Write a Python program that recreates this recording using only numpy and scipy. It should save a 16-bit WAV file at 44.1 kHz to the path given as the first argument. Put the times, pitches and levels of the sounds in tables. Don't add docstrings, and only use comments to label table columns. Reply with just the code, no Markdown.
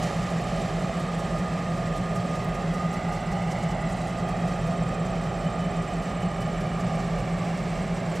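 import sys
import numpy as np
from scipy import signal
from scipy.fft import rfft, irfft
from scipy.io import wavfile

SR = 44100
rng = np.random.default_rng(int(sys.argv[2]) if len(sys.argv) > 2 else 0)


def wav_out(sig):
    wavfile.write(sys.argv[1], SR, np.round(np.clip(np.atleast_2d(sig).T, -1, 1) * 32767).astype(np.int16))


N = 361619

# (time [s], level before its wobble [dB])
GUSTS = [(0, -87), (1.5, -60), (3.5, -61), (4.5, -56), (5.5, -53), (6.5, -61), (7.5, -52.5), (8.2, -51)]

# (frequency [Hz], relative level [dB])
INSECT_BLUR = [(4500, -48), (5800, -4), (6800, 0), (7600, 7), (8600, 4.5), (9600, -10), (12000, -19),
               (15000, -32)]
# (time [s], pace [strokes per s])
NEAR_CRICKET = [(0.148, 16.94), (1.92, 17.0), (2.509, 17.15), (3.15, 16.62), (4.112, 14.9), (4.313, 17.5),
                (4.541, 17.2), (5.477, 17.2), (7.512, 16.2), (8.005, 16.9)]
MIDDLE_CRICKET = [(.968, 17.5), (2.5, 0), (5.012, 16.9), (5.45, 0)]
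RIGHT_CRICKET = [(0.823, 19.1), (0.98, 17.97), (2.34, 0), (2.72, 18.44), (5.24, 0), (5.398, 19),
                 (5.608, 18.4), (6.66, 0)]
SLOW_CRICKET = [(0.074, 8.15), (.6, 0), (6.735, 9), (6.957, 8.05), (7.98, 0), (8.103, 8)]
# (time [s], near [dB], right [dB], slow [dB])
CRICKET_LEVEL = [(0, -53, -56, -53), (.6, -50.5, -54, -52), (1.3, -56, -53, -52), (1.9, -54, -52, -54),
                 (2.5, -56, -52, -54), (3, -50, -59, -54), (3.3, -53.5, -52, -54), (3.9, -50.5, -50, -54),
                 (4.3, -55, -53, -54), (4.85, -50, -50, -54), (5.5, -52, -51, -52), (6.2, -49.5, -50, -54),
                 (6.9, -52.5, -54, -51), (7.5, -54, -55, -51), (8.2, -51, -52, -50)]
# (time [s], pitch [Hz], level [dB], left ear gain [dB])
MIDDLE_VOICE = [(0, 7740, -55, -9), (1.4, 7740, -52, -13), (2.5, 7740, -55, -9), (5, 7850, -64, -6),
                (8.2, 7940, -55, -2)]
STROKE_JITTER_S, STROKE_SCATTER_DB = .001, 1.1
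ANSWER_S, ANSWER_DB, ANSWER_HZ = .053, -5, 8000

# (start time [s], level [dB])
RASPS = [(3.624, -50.5), (3.808, -54), (3.918, -49), (3.966, -53), (4.0, -54), (4.038, -59), (4.069, -51),
         (4.182, -54)]
# (frequency [Hz], relative level [dB])
RASP_COLOUR = [(5500, -30), (6600, -1), (8000, -3), (9200, -5), (10000, -16), (12500, -24), (15000, -40)]
RASP_S, RASP_TEETH_PER_S = .022, 330

# (time [s], relative level [dB])
TICKS = [(0.1674, -54), (0.384, -54), (0.411, -55), (2.4374, -60.5), (2.4447, -43), (2.4872, -51),
         (2.8404, -56), (3.0879, -56)]

# (start time [s], end time [s], fade [s], level [dB], centre [Hz], width [Hz])
HOWLS = [(2.85, 3.95, .3, -48.5, 1993, 103), (6.7, 8.2, .5, -54, 2300, 130)]

# (time [s], speed [turns per s])
LEAD_SPEED = [(0, 5.165), (5, 5.175), (6.6, 5.166), (7.2, 5.162), (8.2, 5.14)]
SECOND_SPEED = [(0, 4.978), (5, 4.984), (6.6, 4.975), (8.2, 4.96)]

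# (time [s], whine level [dB], pitch sag [Hz], neighbour relative level [dB])
WHINE = [(0, -46.5, 1.5, -66), (1.4, -42, -1, -69), (2.0, -42, 0, -55), (3.2, -43.5, 0, -52),
         (3.8, -47.5, 0.5, -53), (4.8, -43.5, -1, -52), (5.5, -45.5, 0.5, -50), (6.2, -45, 0.5, -52),
         (6.7, -46.5, 1.5, -47.5), (7.25, -50, 1.5, -48), (7.5, -59, 11, -47), (7.8, -48, 10, -64),
         (8.0, -53, -4.5, -56), (8.2, -50, -1, -58)]
WHINE_TEETH, LOW_WHINE_TEETH, HIGH_WHINE_TEETH = 237, 227, 316
# (centre time [s], level [dB], pitch [Hz])
SQUEALS = [(3.4, -59, 3000), (3.7, -59, 3000), (5.47, -56, 3020), (5.65, -56.5, 3010), (5.9, -55.5, 3020),
           (6.07, -58, 3010), (6.24, -56.5, 3010), (6.42, -55, 2990), (6.55, -57, 3000), (6.7, -59, 3000)]
SQUEAL_S = .21

# (frequency [Hz], relative level [dB])
HISS_COLOUR = [(1470, -15), (2500, -3), (3000, -3.5), (3610, -8.5), (5660, -7.5), (6540, -12), (7740, -12),
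               (9440, -21.5), (14600, -32.5), (15500, -38)]
# (frequency [Hz], relative level [dB])
RELEASE_COLOUR = [(1470, -5.5), (2500, -1), (3600, -3.5), (5700, -6.5), (7700, -9), (9400, -19),
                  (11000, -15.5), (12500, -33), (15500, -39)]
# (frequency [Hz], relative level [dB])
BRIGHT_JET = [(6500, -6), (8500, 0.5), (10500, -1.5), (13500, -10), (15500, -22)]
LOW_JET = [(2800, -17), (4500, 0), (5500, 6), (6500, 2.5), (8000, 0), (10000, -30)]
# (time [s], bright relative level [dB], lower relative level [dB])
PUFF_FORCE = [(0, -52, -43), (.25, -64, -54), (.7, -62, -61), (1.2, -58, -54), (1.7, -69, -55),
              (2, -57, -52), (2.5, -60, -53), (2.95, -58, -51), (3.3, -59, -52), (3.52, -57, -46),
              (3.72, -63, -51), (3.9, -61, -54), (4.1, -65, -54), (4.3, -59, -54), (5.5, -72, -62.5),
              (6.5, -58, -56), (7, -66, -50), (7.3, -61, -57), (7.75, -76, -55), (8.2, -55, -48)]
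# (time [s], bright relative level [dB], lower relative level [dB])
SPITS = [(0.07, -63, -49), (0.148, -64, -58.7), (0.31, -62, -53)]
LEAK_DB, LEAK_WANDER_DB = -50.5, .5
RELEASE_DB, RELEASE_T60_S = -45, 13.3
PUFF_TURN, PUFF_SCATTER_DB = .19, .8
PUFF_SPURT_S, PUFF_TAIL_S, PUFF_TAIL_DB = .03, .07, -5

# (frequency [Hz], relative level [dB])
ROAR_COLOUR = [(15, -28), (30, -23), (45, -13), (90, -14), (170, -5.5), (310, -14.5), (470, -12.5),
               (710, -11), (830, -13), (950, -21.5), (1120, -18.5), (1500, -23), (2100, -23), (3000, -32),
               (4500, -39.5), (7000, -86)]
ROAR_DB, ROAR_EARLY_DB, ROAR_SETTLE_S = -33, 2, 0.66

# (multiple of crank speed [orders], level before its waver [dB])
LEAD_ORDERS = [(7, -59), (8, -48), (9, -48), (11, -59), (16, -56), (17, -62), (18, -60), (19, -51.5),
               (21, -55), (22, -49), (23, -49.5), (24, -44), (25, -55), (26, -56), (27, -59), (28, -57),
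               (29, -49.5), (30, -46), (31, -43), (32, -35), (33, -38.5), (34, -38), (35, -40), (36, -45),
               (37, -53), (38, -56), (39, -54), (42, -55), (43, -58), (48, -51.5), (70, -52.5), (77, -53),
               (79, -54.5), (99, -54), (106, -54.5), (109, -54.5), (126, -51), (127, -58), (129, -62),
               (131, -58), (133, -62), (136, -62), (137, -62.5), (142, -52), (151, -56), (158, -51.5)]
SECOND_ORDERS = [(8, -47), (9, -53), (11, -51), (12, -58), (13, -51.5), (14, -58), (15, -59), (16, -59),
                 (17, -57), (21, -55), (22, -54), (23, -54), (24, -50), (25, -50), (26, -62), (27, -52),
                 (30, -51), (31, -51), (32, -43), (33, -50.5), (34, -45), (35, -45), (36, -41), (37, -49),
                 (38, -50), (40, -48), (42, -56), (45, -62), (48, -61), (80, -58), (82, -59), (110, -64),
                 (113, -55), (120, -52.5), (131, -65), (132, -54), (133, -55.5), (134, -53.5), (136, -64),
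                 (138, -57), (142, -55), (143, -59), (145, -57), (147, -55), (156, -56), (164, -53)]
# one column, strength [dB]
LEAD_FIRING = [-1, -2, -6.5, -14, -2.5, -1, -5, -20, -12, -12, -15, -7, -2, 0, -.5, -1.5]
SECOND_FIRING = [-6, -12, -4, 0, -.5, -4, -16, -10, -7, -14, -5, -4, -8, -6, -5, -7]
LEAD_START_TURN = -.0045
DRONE_ORDER = 32

# (time [s], lag [ms], level [dB], short echo level [dB], treble lag [ms], treble level [dB])
ECHO = [(0, 1.56, -7.5, -16, 1.6, -11), (2.5, 1.63, -8.5, -23, 1.5, -8),
        (3.1, 1.37, -10, -15.5, 1.41, -9.5), (3.6, 1.37, -13, -12, 1.34, -7),
        (3.95, 1.43, -5.5, -8, 1.5, -11), (4.3, 1.54, -11, -25, 1.53, -4),
        (5.9, 1.57, -10, -18.5, 1.59, -10), (7, 1.6, -10, -27, 1.71, -10.5),
        (8.2, 1.73, -15, -24, 1.83, -10)]
SHORT_ECHO_MS, ECHO_CUT_HZ, TREBLE_FROM_HZ = 0.97, 2800, 1880
ECHO_LEFT_HZ, ECHO_LEFT_DB = 1480, -21

# (frequency [Hz], left minus right [dB])
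LEAN = [(40, -1.5), (80, -1.6), (140, -.5), (230, -.1), (300, -1.3), (420, -5), (560, -3.8), (770, -4.6),
        (950, -5), (1150, -2.7), (1450, -5), (1750, -1.2), (2100, -2.4), (2800, -1.6), (4400, -1),
        (6000, -1.4), (9000, -.5), (15000, -.5)]
CUTOFF_HZ = 15700


def from_db(db):
    return 10 ** (np.asarray(db) / 20)


def rms_one(x):
    return x / np.sqrt(np.mean(x ** 2) + 1e-20)


def in_time(rows):
    s, *columns = np.transpose(rows)
    return [np.interp(np.arange(N) / SR, s, column) for column in columns]


def coloured(x, points):
    hz, db = np.transpose(points)
    grid = np.maximum(np.fft.rfftfreq(N, 1 / SR), 1)
    gain = from_db(np.interp(np.log(grid), np.log(hz), db))
    return irfft(rfft(x) * gain, N)


def drift(rate):
    r = np.exp(-80 * np.pi * rate / SR)
    noise = rng.standard_normal(N // 40 + 2002)
    slow = signal.lfilter([1], [1, -2 * r, r * r], noise)[2000:]
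    return np.interp(np.arange(N) / 40, np.arange(len(slow)), rms_one(slow))


def humps(rows, width_s, delay_s=0):
    marks = np.zeros(N)
    s, db = np.transpose(rows)
    at = np.clip((s + delay_s) * SR, 0, N - 1).astype(int)
    marks[at] = from_db(db)
    return signal.fftconvolve(marks, np.hanning(int(width_s * SR)), "same")


def swell(start_s, end_s, fade_s, db):
    corners_s = [start_s - fade_s, start_s, end_s, end_s + fade_s]
    return from_db(db) * np.interp(np.arange(N) / SR, corners_s, [0, 1, 1, 0])


def sine(hz):
    return np.sqrt(2) * np.sin(2 * np.pi * (np.cumsum(hz) / SR + rng.random()))


def breeze():
    band = signal.butter(2, [18, 260], "band", fs=SR, output="sos")
    low = signal.sosfilt(band, rng.standard_normal((2, N)))
    return from_db(in_time(GUSTS)[0] + 2.5 * drift(9.5)) * rms_one(low)


def chorus(count):
    out = np.zeros((2, N))
    for hz, per_s, pan_db in rng.uniform([7650, 15, 4], [8050, 20, 12], (count, 3)):
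        stroke_turns = np.cumsum(per_s + 0.65 * drift(0.75)) / SR
        stroke = np.maximum(np.cos(2 * np.pi * stroke_turns), 0) ** 3
        gain = from_db(-65 + 3 * drift(.6) + pan_db * np.array([[-1], [0]]))
        out += gain * stroke * sine(hz + 90 * drift(6.0))
    blur = coloured(rng.standard_normal((2, N)), INSECT_BLUR)
    return out + from_db([[-63], [-60]]) * rms_one(blur)


def strokes(song, level_db):
    start, per_s = np.transpose(song)
    ends = [*start[1:], N / SR]
    runs = [np.arange(a, b - .02, 1 / pace) for a, b, pace in zip(start, ends, per_s) if pace > 0]
    s = np.concatenate(runs)
    time_chance, level_chance = rng.standard_normal((2, len(s)))
    db = level_db[(s * SR).astype(int)] + STROKE_SCATTER_DB * level_chance
    return np.column_stack([s + STROKE_JITTER_S * time_chance, db])


def cricket(chirps, hz, fall_hz, arch_hz, width_s):
    even = chirps * [1, 0]
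    sag = humps(even, width_s, delay_s=width_s / 2) - humps(even, width_s, delay_s=-width_s / 2)
    arch = 1 - humps(even, width_s)
    pitch = hz - fall_hz * sag - arch_hz * arch + 18 * drift(12.0)
    return humps(chirps, width_s) * sine(pitch)


def crickets():
    near_db, right_db, slow_db = in_time(CRICKET_LEVEL)
    near = cricket(strokes(NEAR_CRICKET, near_db), 7560, fall_hz=160, arch_hz=320, width_s=0.022)
    middle_hz, middle_db, left_db = in_time(MIDDLE_VOICE)
    middle = cricket(strokes(MIDDLE_CRICKET, middle_db), middle_hz, fall_hz=120, arch_hz=350, width_s=0.022)
    right_hz = 8150 + 35 * drift(.6)
    side = cricket(strokes(RIGHT_CRICKET, right_db), right_hz, fall_hz=-150, arch_hz=380, width_s=0.016)
    slow = strokes(SLOW_CRICKET, slow_db)
    side = side + cricket(slow, 8330, fall_hz=60, arch_hz=500, width_s=0.024)
    answer = slow + [ANSWER_S, ANSWER_DB]
    side = side + cricket(answer, ANSWER_HZ, fall_hz=60, arch_hz=200, width_s=0.018)
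    out = near * from_db([[-3.5], [1.6]])
    out = out + middle * from_db([left_db, 0 * left_db])
    return out + side * from_db([[-13], [.9]])


def rasps():
    teeth = .35 + np.cos(np.pi * RASP_TEETH_PER_S * np.arange(N) / SR) ** 4
    marks = np.zeros(N)
    s, db = np.transpose(RASPS)
    marks[(s * SR).astype(int)] = from_db(db)
    envelope = np.convolve(marks, signal.windows.tukey(int(RASP_S * SR), .3))[:N]
    return envelope * teeth * rms_one(coloured(rng.standard_normal(N), RASP_COLOUR))


def ticks():
    band = signal.butter(2, [8500, 14500], "band", fs=SR, output="sos")
    bright = signal.sosfilt(band, rng.standard_normal(N))
    return from_db(3.0) * humps(TICKS, .003, delay_s=.001) * bright


def howl(start_s, end_s, fade_s, db, hz, width_hz):
    band = signal.butter(2, [hz - width_hz / 2, hz + width_hz / 2], "band", fs=SR, output="sos")
    return swell(start_s, end_s, fade_s, db) * rms_one(signal.sosfilt(band, rng.standard_normal(N)))


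def whine(hz, gain, flutter_db, wander_hz):
    return gain * from_db(flutter_db * drift(30.0)) * sine(hz + wander_hz * drift(12.0))


def gears():
    turns_per_s = in_time(LEAD_SPEED)[0]
    db, sag_hz, low_db = in_time(WHINE)
    out = whine(WHINE_TEETH * turns_per_s - sag_hz, from_db(db), flutter_db=3.2, wander_hz=2.0)
    out = out + whine(LOW_WHINE_TEETH * turns_per_s, from_db(low_db - 2.5), flutter_db=4.0, wander_hz=5.0)
    out = out + whine(HIGH_WHINE_TEETH * turns_per_s, from_db(-62), flutter_db=3.0, wander_hz=4.0)
    squeal_hz = in_time(SQUEALS)[1]
    squeal_gain = humps(np.array(SQUEALS)[:, :2], SQUEAL_S)
    return out + whine(squeal_hz, squeal_gain, flutter_db=3.5, wander_hz=14.0)


def puffs():
    turns = np.cumsum(in_time(LEAD_SPEED)[0]) / SR
    at = np.searchsorted(turns, np.arange(PUFF_TURN, turns[-1]))
    force = np.transpose(in_time(PUFF_FORCE))[at]
    force = force + PUFF_SCATTER_DB * rng.standard_normal((len(at), 2))
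    return np.vstack([np.column_stack([at / SR, force]), SPITS])


def air():
    leak_rush, release_rush, jet = rng.standard_normal((3, N))
    leak = from_db(LEAK_DB + LEAK_WANDER_DB * drift(1.0)) * rms_one(coloured(leak_rush, HISS_COLOUR))
    release_db = RELEASE_DB - 60 * np.arange(N) / SR / RELEASE_T60_S
    release = from_db(release_db) * rms_one(coloured(release_rush, RELEASE_COLOUR))
    sputter = from_db(1.1 * drift(14.0))

    rows = puffs()
    bright, low = rows[:, [0, 1]], rows[:, [0, 2]]
    spurt = humps(bright, PUFF_SPURT_S, delay_s=-.006)
    spurt = spurt + from_db(PUFF_TAIL_DB) * humps(bright, PUFF_TAIL_S, delay_s=.01)
    puff = from_db(1.0) * spurt * rms_one(coloured(jet, BRIGHT_JET))
    puff = puff + humps(low, 0.038, delay_s=0.0026) * rms_one(coloured(jet, LOW_JET))
    squeak = from_db(1.5) * humps(bright, .045, delay_s=.037) * sine(4437 + 15 * drift(30.0))
    return sputter * (leak + release) + puff + squeak


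def roar():
    db = ROAR_DB + ROAR_EARLY_DB * np.exp(-np.arange(N) / SR / ROAR_SETTLE_S)
    return from_db(db) * rms_one(coloured(rng.standard_normal(N), ROAR_COLOUR))


def exhaust(speed, start_turn, orders, firing_db, waver_db, jitter_ms, scatter):
    turns_per_s = in_time(speed)[0]
    turns = start_turn + np.cumsum(turns_per_s) / SR
    angle = np.arange(4096) / 4096
    patterns = np.zeros((6, 4096))
    beat = np.angle(np.fft.fft(from_db(firing_db)))
    slip = rng.standard_normal(200)
    for k, (order, db) in enumerate(orders):
        offset = beat[order % 16] + scatter * (order - DRONE_ORDER) * slip[order]
        patterns[k % 6] += np.sqrt(2) * from_db(db) * np.cos(2 * np.pi * order * angle + offset)
    out = np.zeros(N)
    for pattern in patterns:
        late_turns = turns_per_s * jitter_ms / 1000 * drift(3.4)
        tones = np.interp(turns + late_turns, angle, pattern, period=1)
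        out += from_db(waver_db * drift(1.1)) * tones
    return out


def delayed(x, ms):
    now = np.arange(N)
    return np.interp(now - ms * SR / 1000, now, x)


def over_ballast(direct):
    lag_ms, db, short_db, treble_ms, treble_db = in_time(ECHO)
    dull = signal.sosfilt(signal.butter(1, ECHO_CUT_HZ, fs=SR, output="sos"), direct)
    near = coloured(dull, [(280, -25), (380, 0)])
    far = coloured(dull, [(330, -25), (620, 0)])
    treble_band = [(TREBLE_FROM_HZ / 1.15, -30), (TREBLE_FROM_HZ * 1.1, 0), (3000, 0), (4300, -12)]
    treble = coloured(far, treble_band)
    long_echo = from_db(db) * delayed(far - treble, lag_ms)
    long_echo = long_echo + from_db(treble_db) * delayed(treble, treble_ms)
    short_echo = from_db(short_db) * delayed(near, SHORT_ECHO_MS)
    upper = coloured(long_echo, [(ECHO_LEFT_HZ / 2.0, -40), (ECHO_LEFT_HZ, ECHO_LEFT_DB)])
    return direct + from_db([[.4], [-.6]]) * (long_echo + short_echo) + upper * [[1], [-1]]


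def scene():
    tones = exhaust(LEAD_SPEED, LEAD_START_TURN, LEAD_ORDERS, LEAD_FIRING,
                    waver_db=1.2, jitter_ms=.24, scatter=.07)
    tones = tones + exhaust(SECOND_SPEED, 0, SECOND_ORDERS, SECOND_FIRING,
                            waver_db=1.5, jitter_ms=.28, scatter=.2)
    train = over_ballast(tones + roar() + air())
    train = train + gears() + sum(howl(*row) for row in HOWLS)
    train = train + from_db([[1.5], [-2]]) * ticks()
    left = coloured(train[0], [(hz, db / 2) for hz, db in LEAN])
    right = coloured(train[1], [(hz, -db / 2) for hz, db in LEAN])
    return np.array([left, right]) + crickets() + chorus(count=3) + rasps() + breeze()


def record(dry):
    return signal.sosfilt(signal.ellip(12, .5, 70, CUTOFF_HZ, fs=SR, output="sos"), dry)


dry = scene()
out = record(dry)
wav_out(out)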